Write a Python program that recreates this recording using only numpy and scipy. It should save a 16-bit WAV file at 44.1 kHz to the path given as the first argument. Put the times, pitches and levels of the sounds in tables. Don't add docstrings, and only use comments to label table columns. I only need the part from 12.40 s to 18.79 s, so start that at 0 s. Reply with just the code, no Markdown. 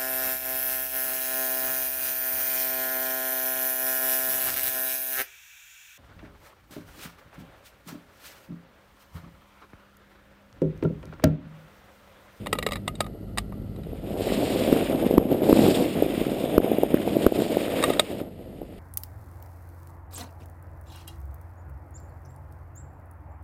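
import sys
import numpy as np
from scipy.fft import rfft, irfft, next_fast_len
from scipy.io import wavfile
from scipy.ndimage import map_coordinates

SR = 44100
rng = np.random.default_rng(int(sys.argv[2]) if len(sys.argv) > 2 else 0)


def inscribe(sig):
    pcm = np.round(np.clip(np.atleast_2d(sig).T, -1, 1) * 32767)
    wavfile.write(sys.argv[1], SR, pcm.astype(np.int16))


N = 281799

# (t/s, crunch level/dB, hiss level/dB)
HULL_SLIDE = [(0, -40.5, -56.5), (.8, -42.5, -71.5), (1.35, -43, -66), (1.62, -39.5, -57),
              (1.77, -29, -48.5), (1.83, -23.5, -40), (2.1, -23, -37.5), (2.42, -21.5, -38),
              (2.56, -23.5, -41.5), (3.02, -20.5, -46.5), (3.04, -20.5, -39.5), (3.22, -15, -34.5),
              (3.36, -18, -34.5), (3.52, -25, -40.5), (3.95, -27, -43.5), (4.3, -24.5, -42),
              (4.72, -25.5, -43.5), (5.0, -23, -37.5), (5.09, -27, -41.5), (5.36, -24.5, -39),
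              (5.49, -21, -34), (5.61, -31, -45), (5.76, -30, -46), (5.82, -29, -50), (5.85, -41.5, -62),
              (6.12, -41.5, -63.5), (6.39, -40, -58.5)]
# (t/s, level/dB, f/Hz)
HARD_LUMPS = [(1.533, -21.5, 380), (1.707, -19, 398), (1.809, -10.5, 392), (1.923, -10, 366),
              (2.161, -8.5, 375), (2.279, -7.5, 327), (2.3282, 0.5, 313), (2.3647, -6.5, 320),
              (2.541, -18.5, 337), (2.627, -11, 424), (2.6665, -5.5, 365), (2.711, -5, 393),
              (2.7402, -8, 343), (2.781, 5, 300), (2.9262, -7, 360), (2.9473, -10.5, 359),
              (3.021, -16.5, 437), (3.0898, -5.5, 398), (3.1288, 3, 330), (3.194, -1.5, 270),
              (3.229, -9, 327), (3.2658, -2.5, 359), (3.2871, -6, 400), (3.41, -12, 298),
              (3.6248, -1.5, 376), (3.665, -10, 348), (3.7796, -11.5, 265), (3.8163, -7.5, 274),
              (3.869, -12.5, 283), (3.919, -10.5, 330), (4.042, -9.5, 317), (4.144, -10, 383),
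              (4.181, 4, 364), (4.203, -8.5, 367), (4.2457, -8.5, 375), (4.3176, -5, 405),
              (4.334, -10, 370), (4.386, -6, 358), (4.4348, -1, 437), (4.5439, 0.5, 312),
              (4.6771, -10.5, 483), (4.71, -15, 221), (4.7689, -4.5, 337), (4.8661, 4.5, 382),
              (4.9232, -8, 404), (4.992, -9.5, 370), (5.0217, -10, 420), (5.1709, -4.5, 420),
              (5.218, -12, 402), (5.5046, -5.5, 424), (5.8162, -15.5, 295), (6.2178, -19.5, 423)]


def amp(db):
    return 10 ** (np.asarray(db) / 20)


def unit(x):
    return x / np.sqrt(np.mean(x ** 2) + 1e-20)


def curves(rows):
    s, *cols = np.transpose(rows)
    return [np.interp(np.arange(N) / SR, s, c) for c in cols]


def wobble(rate):
    knots = rng.standard_normal(int(N * rate / SR) + 4)
    return map_coordinates(knots, [np.arange(N) * rate / SR])


def swell(s, length):
    return np.exp(-(2 * (np.arange(N) / SR - s) / length) ** 2)


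def colour(x, points):
    m = next_fast_len(len(x) + 8192)
    hz, db = np.transpose(points)
    log_hz = np.log(np.fft.rfftfreq(m, 1 / SR) + 1)
    cepstrum = irfft(np.log(amp(np.interp(log_hz, np.log(hz), db))), m)
    cepstrum[1:m // 2] *= 2
    cepstrum[m // 2 + 1:] = 0
    return irfft(rfft(x, m) * np.exp(rfft(cepstrum)), m)[:len(x)]


def below(x, hz):
    m = next_fast_len(N + 8192)
    return irfft(rfft(x, m) * (np.fft.rfftfreq(m, 1 / SR) < hz), m)[:N]


def add(track, s, sound):
    part = track[max(round(s * SR), 0):][:len(sound)]
    part += sound[:len(part)]


def grains(rate, spread_db, smooth):
    sizes = amp(spread_db * np.clip(rng.standard_normal(N), -2, 2)) * rng.choice([-1, 1], N)
    fractures = sizes * (rng.random(N) < rate / SR)
    return unit(unit(fractures) + smooth * rng.standard_normal(N))


def sliding():
    # (t/s, icy grit level re the hiss/dB, firmness as upper crunch over lower/dB)
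    snow = [(1.5, -14, -3), (1.9, -4.5, 0.5), (2.25, -6.5, 1), (2.6, -15, 0), (3.02, -11.5, -2),
            (3.05, -6, -1.5), (3.35, -3.5, -2.5), (3.65, -13.5, -2.5), (4.05, -9, 3), (4.35, -38.5, 0.5),
            (4.65, -11, -2), (5.03, -7, -1), (5.3, -12, 4), (5.7, -11.5, 0.5)]
    # (f/Hz, level/dB)
    crunch_spectrum = [(25, -26), (50, -25.5), (80, -11), (130, -5.5), (200, 0.5), (310, 3), (400, 0),
                       (520, -0.5), (650, -3), (800, -12.5), (1050, -24.5), (1600, -31), (3000, -74)]
    # (f/Hz, level/dB)
    hiss_spectrum = [(500, -11.5), (1000, 1.5), (1500, -2.5), (2100, 2), (2800, 3.5), (3650, 0),
                     (4300, -16.5), (5100, -9), (6000, -33.5), (7000, -20.5), (10000, -38)]
    # (f/Hz, level/dB)
    powder_spectrum = [(4000, -6), (6100, -17), (6900, 1.5), (7700, -12), (8500, 4.5), (9400, 3),
                       (10600, -12), (13300, -12), (14200, -9), (15100, 3), (15600, -27)]
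    # (f/Hz, level/dB)
    grit_spectrum = [(2500, -10.5), (3800, 5.5), (4900, 0.5), (5500, -3), (6100, -17), (7200, -1.5),
                     (8000, -0.5), (11000, -18)]
    split_hz = 450
    powder_re_hiss_db, powder_growth = -9.5, 1.3

    crunch_db, hiss_db = curves(HULL_SLIDE)
    ice_db, firm_db = curves(snow)
    contact_db = contact()
    crunch_db, hiss_db = crunch_db + 0.81 * contact_db, hiss_db + contact_db
    pressure = wobble(28)

    crunch = unit(colour(grains(rate=300, spread_db=2.5, smooth=0.81), crunch_spectrum))
    boom = below(crunch, split_hz)
    rasp = crunch - boom
    crunch = boom * amp(-firm_db / 2) + rasp * amp(firm_db / 2)

    scrape = 0.84 * wobble(170) + 1.4 * wobble(45)
    hiss = unit(colour(grains(rate=1100, spread_db=1.5, smooth=1.0), hiss_spectrum))
    powder = unit(colour(grains(rate=5000, spread_db=8, smooth=1.5), powder_spectrum))
    grit = unit(colour(grains(rate=1500, spread_db=5.5, smooth=0.95), grit_spectrum))
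    extra_db = np.maximum((powder_growth - 1) * (hiss_db + 33.5), -1)
    powder_db = hiss_db + powder_re_hiss_db + extra_db
    return (crunch * amp(crunch_db - 2.5 + 2.16 * pressure)
            + hiss * amp(hiss_db - 1.84 + .5 * pressure + scrape + 0.62 * wobble(14))
            + powder * amp(powder_db + 0.49 * pressure + scrape)
            + grit * amp(hiss_db + ice_db + scrape))


def contact():
    # (t/s, length/s, swell/dB)
    ridges = [(2.672, 0.039, 3.5), (2.925, 0.043, 6.5), (3.742, 0.067, 2.5), (4.837, 0.04, 4.5),
              (5.227, 0.058, 4)]
    hop_above_db, hop_s, hop_s_per_db, hop_dip_db = 3.5, 0.011, 0.09, 7

    press_db = sum(db * swell(s, length) for s, length, db in ridges)
    flights = [(s, hop_s + hop_s_per_db * (db - hop_above_db))
               for s, db, hz in HARD_LUMPS if db > hop_above_db]
    return press_db - hop_dip_db * sum(swell(s + 0.36 * length, length) for s, length in flights)


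def lumps():
    track, t = np.zeros(N), np.arange(-SR // 50, SR // 50) / SR
    for s, db, hz in [*HARD_LUMPS, *small_lumps()]:
        u = (np.pi * hz * t) ** 2
        swing = (2 * u - 1) * np.exp(-u)
        rebound = -0.14 * np.exp(-((t - 1.09 / hz) * hz * 5) ** 2)
        heave = 0.11 * np.exp(-((t - .0015) / 0.0015) ** 2)
        snap = 0.0082 * rng.standard_normal(len(t)) * np.exp(-(t / 0.0018) ** 2)
        add(track, s + t[0], amp(db - 1.0) * (swing + rebound + amp(db) * (heave + snap)))
    return colour(track, [(20, -13.5), (45, 0)])


def small_lumps():
    per_s, re_crunch_db, centre_hz = 9, 7, 330
    crunch_db = curves(HULL_SLIDE)[0]
    rows = []
    for k, (when, size, pitch) in enumerate(rng.random((int(per_s * N / SR), 3))):
        s = (k + when) / per_s
        level_db = crunch_db[int(s * SR)]
        if -33 < level_db < -20:
            rows.append((s, level_db + re_crunch_db + 5 * (size - .5), centre_hz * 2 ** (pitch - .5)))
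    return rows


def snaps():
    # (t/s, level/dB, f/Hz)
    sharp = [(2.365, -25, 1320), (2.413, -23, 2500), (3.174, -22, 2400), (3.265, -25, 1150),
             (4.574, -25, 1750)]
    per_s, re_hiss_db, centre_hz = 30, 5, 2160

    track, t = np.zeros(N), np.arange(SR // 100) / SR
    hiss_db = curves(HULL_SLIDE)[1] + contact()
    small = []
    for when, size, pitch in rng.random((int(per_s * N / SR), 3)):
        level_db = hiss_db[int(when * N)] + re_hiss_db + 7 * size ** 2
        small.append((when * N / SR, level_db, centre_hz * 2 ** (1.6 * (pitch - .5))))
    for s, db, hz in [*sharp, *small]:
        age = hz * t / 0.69
        add(track, s - .001, amp(db) * age * np.exp(1 - age) * np.sin(2 * np.pi * hz * t))
    return track


def case_clicks():
    # (t/s, level/dB, knock level/dB, knock f/Hz, f favoured by the point of contact/Hz,
    # tilt/dB per octave)
    slips = [(0.0599, -24, -12, 520, 1230, -5), (.068, -19.5, 3, 515, 1490, -3),
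             (0.1282, -9.5, 5.5, 430, 3900, -0.5), (.152, -22.5, -1, 450, 2700, -8),
             (0.1862, -15.5, 1.5, 510, 2080, 0), (0.226, -18, 0, 452, 2420, -1),
             (0.264, -11.5, 5, 438, 2600, -2), (0.2872, -23.5, 3, 480, 2100, -3.5),
             (0.309, -26, -1, 520, 3000, -2), (0.3197, -18.5, 0, 540, 1270, 0),
             (0.3322, -21.5, -1.5, 546, 2100, 0.5), (0.3564, -23.5, -14, 560, 2000, 0.5),
             (.367, -31, -8, 565, 3800, -2.5), (0.478, -14.5, -3, 666, 1900, -1),
             (.553, -37.5, -8, 600, 3930, 5), (.605, -10.5, 3.5, 615, 1080, 0.8),
             (.6423, -34, 0, 563, 1240, -4), (0.664, -30.5, -7, 560, 1250, -3),
             (.974, -17.5, -18, 620, 1990, -2), (0.9824, -11, -16, 665, 1900, 2),
             (1.1232, -36, -2.5, 560, 1200, -10.5), (1.361, -41, -6, 560, 1400, -1),
             (1.434, -41, 5, 480, 3020, -1), (5.4257, -14, 6, 566, 1250, -1),
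             (5.4378, -9.5, 0, 517, 1240, 2), (5.499, -22, -10, 555, 1250, 0.5),
             (5.534, -23, -8, 560, 2000, 1), (5.595, -4, 4, 597, 3700, 1.2)]
    # (f/Hz, level/dB, 60 dB decay/s)
    case_modes = [(612, -1, 0.019), (744, -3.5, 0.016), (1130, 3, 0.015), (1240, -4, 0.056),
                  (1924, -2, 0.031), (2092, -15.5, 0.063), (2280, -7, 0.022), (2620, -20, 0.0087),
                  (2812, -10, 0.033), (3610, -13, 0.011), (3792, 4, 0.018), (4816, -5, 0.013),
                  (7070, -10, 0.011), (8150, -1, 0.019)]
    # (f/Hz, level/dB)
    crack_spectrum = [(200, 2.5), (450, 1), (800, 5.5), (1200, -9.5), (2200, 1.5), (3600, -2.5),
                      (5100, -10), (6000, -19.5), (7100, -9.5), (10500, -11.5), (12000, -28.5),
                      (14200, -14.5), (15600, -26.5)]
    favour_db, favour_octaves = 4, 0.18
    chatter_s, chatter_db = .004, -12

    track, t = np.zeros(N), np.arange(SR // 8) / SR
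    hz, level, t60 = np.transpose(case_modes)[:, :, None]
    for s, db, knock_db, knock_hz, favoured_hz, tilt_db in slips:
        strike = rng.standard_normal((4, len(case_modes), 1))
        near = np.exp(-(np.log2(hz / favoured_hz) / favour_octaves) ** 2)
        mode_db = level + tilt_db * np.log2(hz / 1900) + favour_db * near + 2.1 * strike[0]
        sizes = amp(mode_db - 60 * t / (t60 * 1.3 ** strike[3]))
        modes = sizes * np.sin(2 * np.pi * (hz * (1 + 0.021 * strike[1]) * t + strike[2]))

        tilted = [(f, d + tilt_db * np.log2(f / 1900) / 2) for f, d in crack_spectrum]
        rasp = unit(colour(rng.standard_normal(len(t)), tilted))
        crack = rasp * (np.exp(-(t / 0.0048) ** 2) + amp(-16 - 60 * t / 0.087))

        knock = amp(knock_db - 60 * t / 0.047) * np.sin(2 * np.pi * knock_hz * t)
        thud = 0.82 * amp(knock_db - 60 * t / 0.021) * np.sin(np.pi * knock_hz * t)

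        onset = 1 - np.exp(-(t / 0.0011) ** 2)
        click = amp(db - 8.5) * (modes.sum(0) + thud + 0.77 * crack + 0.81 * knock) * onset
        add(track, s, click)
        add(track, s - .001 - 0.0019 * rng.random(), 0.11 * click)
        add(track, s + chatter_s * (.5 + rng.random()), amp(chatter_db) * click)
    return colour(track, [(50, -18), (160, -0.5)])


def spray():
    # (t/s, length/s, level/dB)
    gushes = [(3.3495, 0.0082, -23), (4.073, 0.14, -45.5)]
    # (f/Hz, level/dB)
    patter_spectrum = [(1500, -29), (2500, -10), (3100, 3), (3550, 11), (4000, 1), (4500, -36), (6000, -25),
                       (7600, -22), (8400, 5), (9600, -23), (15000, -31)]
    gush = sum(amp(db) * swell(s, length) for s, length, db in gushes)
    return gush * unit(colour(grains(rate=1500, spread_db=20, smooth=.6), patter_spectrum))


def cart():
    # (t/s, mean firing f/Hz, level/dB)
    engine = [(0, 50, -40.5), (1.6, 52, -38.5), (2.1, 47, -41.5), (5.5, 48.4, -50), (5.9, 47, -47.5),
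              (6.39, 43, -46)]
    # (multiple of the firing rate, mean level re the engine/dB)
    hum_lines = [(1, -5), (2, -8.5), (4, -13)]
    # (f/Hz, level/dB)
    exhaust_spectrum = [(25, -23), (38, 1), (95, 0), (150, -1.5), (200, -1.5), (260, -7), (330, -24.5),
                        (600, -24), (1500, -55.5)]
    # (f/Hz, level/dB)
    whirr_spectrum = [(600, -28.5), (1050, -4.5), (1330, 10), (1600, -6), (2300, -20), (3000, -16),
                      (4500, -8), (7000, -45.5)]

    firing_hz, engine_db = curves(engine)
    turns = np.cumsum(firing_hz * (1 + 0.008 * wobble(18))) / SR
    puffs = np.diff(np.floor(turns), prepend=0) * amp(2.5 * wobble(35))
    rumble = 2.8 * rng.standard_normal(N)
    exhaust = amp(1.1) * unit(colour(unit(puffs - puffs.mean()) + rumble, exhaust_spectrum))
    hum = np.sqrt(2) * sum(amp(db + 2.6 * wobble(5.3)) * np.sin(2 * np.pi * k * turns)
                           for k, db in hum_lines)
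    whirr = amp(-26.5) * unit(colour(rng.standard_normal(N), whirr_spectrum))
    return amp(engine_db) * (hum + whirr + exhaust)


def air():
    # (f/Hz, level/dB)
    air_spectrum = [(500, 1), (1100, 1.5), (1550, -4), (2000, 9), (2400, -11), (2950, 5), (3350, -13),
                    (4100, -2), (4800, -3.5), (6000, -20), (8500, -6.5), (15000, -23)]
    return amp(-66) * unit(colour(rng.standard_normal(N), air_spectrum))


def scene():
    return (sliding() + lumps() + snaps() + case_clicks() + spray() + cart() + air())[None]


def record(dry):
    top, mirror_hz, cutoff_hz = .7, 12000, 15450
    sound = np.clip(dry[0], -top, top)
    leak_spectrum = [(40, -22), (150, -17.0), (350, 0.5), (900, 6.0), (1600, 12.5), (3000, 11)]
    lows = colour(below(sound, 3500), leak_spectrum)
    mirror = amp(-22.5) * lows * np.cos(2 * np.pi * mirror_hz * np.arange(N) / SR)
    return below(sound + mirror, cutoff_hz)[None]


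dry = scene()
out = record(dry)
inscribe(out)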